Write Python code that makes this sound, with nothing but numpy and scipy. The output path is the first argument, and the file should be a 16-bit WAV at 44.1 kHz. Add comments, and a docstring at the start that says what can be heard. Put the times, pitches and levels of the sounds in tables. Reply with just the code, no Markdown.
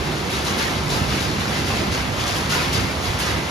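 """Shredded scrap spills down steel chutes a few times a second: random hits excite short resonances.
Heavier chunks ring on at thin pitches; single clangs are decaying sines.
Behind them fans, belts and motors of a recycling hall roar (flickering coloured noise) and hum (narrow noise).
Two microphone ports share part of the sound, with a phase lead and level tilt set by frequency."""
import sys
import numpy as np
from scipy import signal
from scipy.fft import rfft, irfft
from scipy.io import wavfile

SR = 44100
rng = np.random.default_rng(int(sys.argv[2]) if len(sys.argv) > 2 else 0)


def store_pcm(level_fs):
    """Save levels as 16-bit WAV."""
    pcm = np.round(np.clip(level_fs, -1, 1) * 32767).astype(np.int16)
    wavfile.write(sys.argv[1], SR, np.atleast_2d(pcm).T)


N = 154350


def from_db(db):
    """Amplitude gain of a level in dB."""
    return 10 ** (np.asarray(db) / 20)


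def rms_one(x):
    """Scale to unit power."""
    return x / np.sqrt(np.mean(x ** 2) + 1e-20)


def at_hz(points, hz):
    """Read a spectrum table, linear over log frequency."""
    table_hz, values = np.array(points).T
    return np.interp(np.log(hz + 1), np.log(table_hz), values)


def drift(corner_hz):
    """Slow random curve of spread 1: two-pole lowpassed noise, computed every 40 samples."""
    step = 40
    pole = np.exp(-2 * np.pi * corner_hz * step / SR)
    noise = rng.standard_normal(N // step + 2002)
    slow = signal.lfilter([1], [1, -2 * pole, pole ** 2], noise)[2000:]  # settled part
    return np.interp(np.arange(N) / step, np.arange(len(slow)), rms_one(slow))


def ring(x, hz, width_hz):
    """Two-pole resonance whose output power for noise is independent of its width."""
    radius, angle = np.exp(-np.pi * width_hz / SR), 2 * np.pi * hz / SR
    gain = np.sqrt(1 - radius ** 2)
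    poles = [1, -2 * radius * np.cos(angle), radius ** 2]
    return signal.lfilter([gain, 0, -gain], poles, x + 1e-18)


# scrap spills: (time [s], clatter level [dB], sizzle re clatter [dB], clank re clatter [dB],
#                knock re clatter [dB], clatter rise constant [s], clatter fall T60 [s])
SPILLS = [(0.2982, -20, 3, 1.5, -5, 0.016, 0.81), (0.4394, -14.5, -2, -1, 4, 0.02, 0.57),
          (0.573, -15.5, 1, 5, 5, 0.012, 0.54), (0.6394, -22.5, 3, -6, 4, 0.044, 1),
          (0.8884, -14.5, -5, 1.5, 4, 0.018, 0.47), (0.9444, -23.5, 5, -8, 7.5, 0.022, 0.94),
          (1.075, -15, -12, 2.5, -8, 0.047, 0.95), (1.1994, -18, 2.5, -9, 6, 0.021, 0.38),
          (1.3894, -22, -3, 2, 8, 0.0098, 0.54), (1.4694, -15.5, -8, 3, -2.5, 0.056, 1),
          (1.6487, -17.5, 1, 5.5, 5.5, 0.036, 0.68), (1.7494, -19.5, -5, 2, -6, 0.013, 0.45),
          (1.9111, -14.5, -8, 4.5, -12, 0.02, 0.4), (2.1594, -17, -22, 6, 5.5, 0.056, 1),
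          (2.2594, -18.5, 1, -7, -13, 0.022, 0.78), (2.3444, -21, 9.5, -12, -8, 0.015, 0.56),
          (2.492, -13, 1.5, 4, 4, 0.016, 0.58), (2.5344, -19, 3, 5, 0, 0.026, 0.94),
          (2.725, -14.5, 0.5, 2, 0.5, 0.009, 0.53), (2.7594, -23, -2, 6.5, -11, 0.032, 0.45),
          (3.021, -20.5, 2, 0, 4, 0.019, 0.85), (3.182, -14.5, 5, 2.5, -3, 0.019, 0.52),
          (3.2594, -18, -12, 3, 3, 0.013, 0.54)]
SPILL_OFFSET_DB, TRICKLE_DB = -9.5, -39  # added to every clatter level; floor that never stops
SIZZLE_HASTE, CLANK_HASTE = 3.0, 0.6  # rise speed re clatter; knock shares the clank's
CLUMP_DB, CLUMP_CORNER_HZ = 0.6, 19.0


def spill_force():
    """Strength of knock, clank, clatter, sizzle: spills rise and die away in the hall over a trickle."""
    t = np.arange(N) / SR
    power = np.full((4, N), from_db(TRICKLE_DB) ** 2)
    haste = np.array([[CLANK_HASTE], [CLANK_HASTE], [1], [SIZZLE_HASTE]])
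    for start_s, clatter_db, sizzle_db, clank_db, knock_db, rise_s, t60_s in SPILLS:
        age = np.maximum(t - start_s, 0)
        zone_db = np.array([[knock_db], [clank_db], [0], [sizzle_db]])
        fall_db = 60 * age * haste ** 0.56 / t60_s
        level_db = clatter_db + SPILL_OFFSET_DB + zone_db - fall_db
        rise = 1 - np.exp(-age * haste / rise_s)
        power += (rise * from_db(level_db)) ** 2
    clumps_db = CLUMP_DB * np.array([drift(CLUMP_CORNER_HZ) for _ in power])
    return np.sqrt(power) * from_db(clumps_db)


# borders between knock, clank, clatter and sizzle: (frequency [Hz])
ZONES_HZ = [1200, 2700, 7500]
# scrap spectrum: (frequency [Hz], density [dB per Hz])
SCRAP_SPECTRUM = [(350, 3), (600, -2), (1000, 3.5), (2000, 4), (3500, 5.5), (5000, 3.5), (7000, -0.5),
                  (9500, -6), (12500, -40.5), (15500, -63)]
PIECES_PER_S, PIECE_SPREAD_DB = 20000, 2.5
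PIECE_WIDTH_PER_HZ = 2.3 / 8.0  # resonance width over pitch


def scrap(force):
    """Small pieces hit at random; each rings a few cycles at one of 24 pitches. Two unrelated draws."""
    sizes_db = PIECE_SPREAD_DB * np.minimum(rng.exponential(1, (2, N)), 5)
    sizes = from_db(sizes_db) * rng.choice([-1, 1], (2, N))
    hits = rms_one((rng.random((2, N)) < PIECES_PER_S / SR) * sizes)
    pitches_hz = np.geomspace(350, 15500, 24)
    dealt = rng.integers(0, 24, (2, N))
    zones = np.searchsorted(ZONES_HZ, pitches_hz)
    out = 0
    for k, (hz, zone) in enumerate(zip(pitches_hz, zones)):
        band_db = at_hz(SCRAP_SPECTRUM, hz) + 10 * np.log10(hz / 4000)  # density to band level
        struck = force[zone] * hits * (dealt == k)
        out = out + from_db(band_db) * ring(struck, hz, PIECE_WIDTH_PER_HZ * hz)
    return out


# chunk spectrum: (frequency [Hz], gain [dB])
CHUNK_COLOUR = [(400, -6), (1000, -4.5), (1500, -2.5), (2500, -1), (4800, -1), (6000, -6)]
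CHUNKS_PER_S, CHUNK_DB, CHUNK_SPREAD_DB = 600, -1, 4.2
CHUNK_WIDTH_HZ = 2.0 / 0.17


def chunks(force):
    """Heavier pieces and struck plates ring at 110 thin random pitches, in time with the spills."""
    sizes = from_db(CHUNK_SPREAD_DB * np.minimum(rng.exponential(1, (2, N)), 3))
    hits = rms_one(sizes * (rng.random((2, N)) < CHUNKS_PER_S / SR)) * from_db(CHUNK_DB)
    pitches_hz = 400 * 15 ** rng.random(110)  # 400-6000 Hz
    dealt = rng.integers(0, 110, (2, N))
    out = 0
    for k, hz in enumerate(pitches_hz):
        struck = force[np.searchsorted(ZONES_HZ, hz)] * hits * (dealt == k)
        out = out + from_db(at_hz(CHUNK_COLOUR, hz)) * ring(struck, hz, CHUNK_WIDTH_HZ)
    return out


# loudest single rings: (time [s], frequency [Hz], level before rise and decay [dB])
CLANGS = [(0.57, 882, -31), (0.89, 1507, -31), (0.89, 3962, -30), (1.81, 366, -22.5), (2.51, 1442, -22),
          (2.52, 1270, -30), (2.585, 990, -28), (2.72, 3208, -29), (2.74, 4780, -27), (2.77, 129, -22),
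          (3.24, 1248, -29)]
CLANG_RISE_S, CLANG_T60_S = 0.0115, 0.41


def clangs():
    """Single pieces ring at one pitch: sines that swell briefly in the hall, then decay."""
    t, out = np.arange(N) / SR, 0
    turns = rng.random((len(CLANGS), 2))  # start phase in each draw
    for (start_s, hz, db), turn in zip(CLANGS, turns):
        age = np.maximum(t - start_s, 0)
        rise = (1 - np.exp(-age / CLANG_RISE_S)) ** 2
        envelope = rise * from_db(db - 60 * age / CLANG_T60_S)
        out = out + envelope * np.sin(2 * np.pi * (hz * age + turn[:, None]))
    return out


# bass level over time, with a low thump near 2.8 s: (time [s], deep bass level [dB], growl level [dB])
RUMBLE = [(0.0, -25.5, -30), (0.03, -36, -27), (0.61, -36, -28), (0.85, -31, -27.5), (0.95, -27.5, -26.5),
          (1.47, -33, -26.5), (1.6, -32.5, -28), (1.83, -30, -25.5), (2.1, -29.5, -29.5),
          (2.71, -32.5, -28), (2.84, -24, -24), (2.88, -33.5, -27.5), (3.1, -28.5, -31), (3.38, -33, -26),
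          (3.5, -34, -34)]


def bass_swing(hz):
    """Bass swell in dB re its median: deep below 130 Hz, growl to 450 Hz, none above."""
    time_s, deep_db, growl_db = np.transpose(RUMBLE)
    db = deep_db if hz < 130 else growl_db
    return np.interp(np.arange(N) / SR, time_s, db - np.median(db)) * (hz < 450)


# fans, belts and frames: (frequency [Hz], density [dB per Hz])
ROAR_SPECTRUM = [(20, -31), (35, -13.5), (58, -4.5), (100, 0.5), (150, -3), (250, -3), (380, -7),
                 (520, -8.5), (1000, -11), (2000, -15.5), (4000, -20), (8000, -31), (15000, -43.5)]
ROAR_DB, FLICKER_DB, FLICKER_CORNER_HZ = -24.5, 0.71, 17.0  # roar level before flicker and swell


def roar():
    """Two draws of coloured noise in flickering octave bands; the bass wavers over time."""
    hz = np.fft.rfftfreq(N, 1 / SR)
    spectrum = rfft(rng.standard_normal((2, N))) * from_db(at_hz(ROAR_SPECTRUM, hz))
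    spectrum = spectrum / np.sqrt(np.mean(irfft(spectrum, N) ** 2))
    out, octave = 0, np.log2(hz / 22 + 0.01)
    for centre in range(10):
        band = np.cos(np.pi / 2 * np.clip(octave - centre, -1, 1)) ** 2
        level_db = bass_swing(22 * 2 ** centre) + FLICKER_DB * drift(FLICKER_CORNER_HZ)
        out = out + from_db(level_db) * irfft(spectrum * band, N)
    return from_db(ROAR_DB) * out


# motors and gears: (frequency [Hz], width [Hz], level at median bass level [dB])
HUMS = [(69, 10, -38), (104, 12, -41), (148, 3, -35), (197, 10, -40), (355, 20, -45), (385, 14, -43),
        (1955, 6, -51), (2047, 5, -45)]


def hums():
    """Wavering motor and gear tones: noise through two narrow resonances; low ones follow the bass curve."""
    out = 0
    for hz, width_hz, db in HUMS:
        noise = rng.standard_normal((2, N + SR))
        tone = ring(ring(noise, hz, width_hz), hz, width_hz)[:, SR:]  # skip 1 s build-up
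        out = out + from_db(db + bass_swing(hz)) * rms_one(tone)
    return out


# likeness of the ports: (frequency [Hz], coherence [0-1])
LIKENESS = [(60, .98), (250, .92), (600, .45), (1200, .35), (2000, .1), (3000, .4), (4000, .6), (5000, .45),
            (6200, .7), (7000, .65), (7900, .995), (8400, .995), (9000, .75), (10300, .7), (11100, .999),
            (12300, .999), (13000, .4), (14000, .95), (14400, .9995)]
# phase by which left leads: (frequency [Hz], lead [rad])
LEAD = [(60, 0), (250, -.1), (500, -.5), (1200, -.5), (1900, -2), (2500, .6), (2950, 1.2), (3900, 0),
        (5100, .8), (5700, 0), (6800, -1.1), (7800, -3), (8400, -3.2), (9800, -4.9), (11000, -6.28),
        (12300, -6.28), (13200, -8), (14000, -9.3), (14400, -9.42)]
# level difference: (frequency [Hz], left minus right [dB])
TILT = [(60, -3.2), (700, -3), (1230, -2), (2100, -1), (2600, 1), (3500, 2.5), (5000, 4.5), (6000, 2),
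        (7600, 0), (15000, 0)]


def ports(shared, scattered):
    """Right port hears the left's sound phase-shifted, plus scattered sound of its own."""
    hz = np.fft.rfftfreq(N, 1 / SR)
    alike = np.clip(at_hz(LIKENESS, hz), 0, 1)
    tilt = from_db(at_hz(TILT, hz) / 2)  # half to each side
    left = rfft(shared)
    shifted = left * np.exp(-1j * at_hz(LEAD, hz))
    right = alike * shifted + np.sqrt(1 - alike ** 2) * rfft(scattered)
    return irfft(np.array([left * tilt, right / tilt]), N)


def scene():
    """Sum all sources as a shared and a scattered draw, heard through the two ports."""
    force = spill_force()
    shared, scattered = scrap(force) + chunks(force) + clangs() + roar() + hums()
    return ports(shared, scattered)


STOPBAND_HZ, STOPBAND_DB = 15900, 70


def record(dry):
    """Cut the top with a steep lowpass."""
    lowpass = signal.cheby2(20, STOPBAND_DB, STOPBAND_HZ, fs=SR, output="sos")
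    return signal.sosfilt(lowpass, dry)


dry = scene()
out = record(dry)
store_pcm(out)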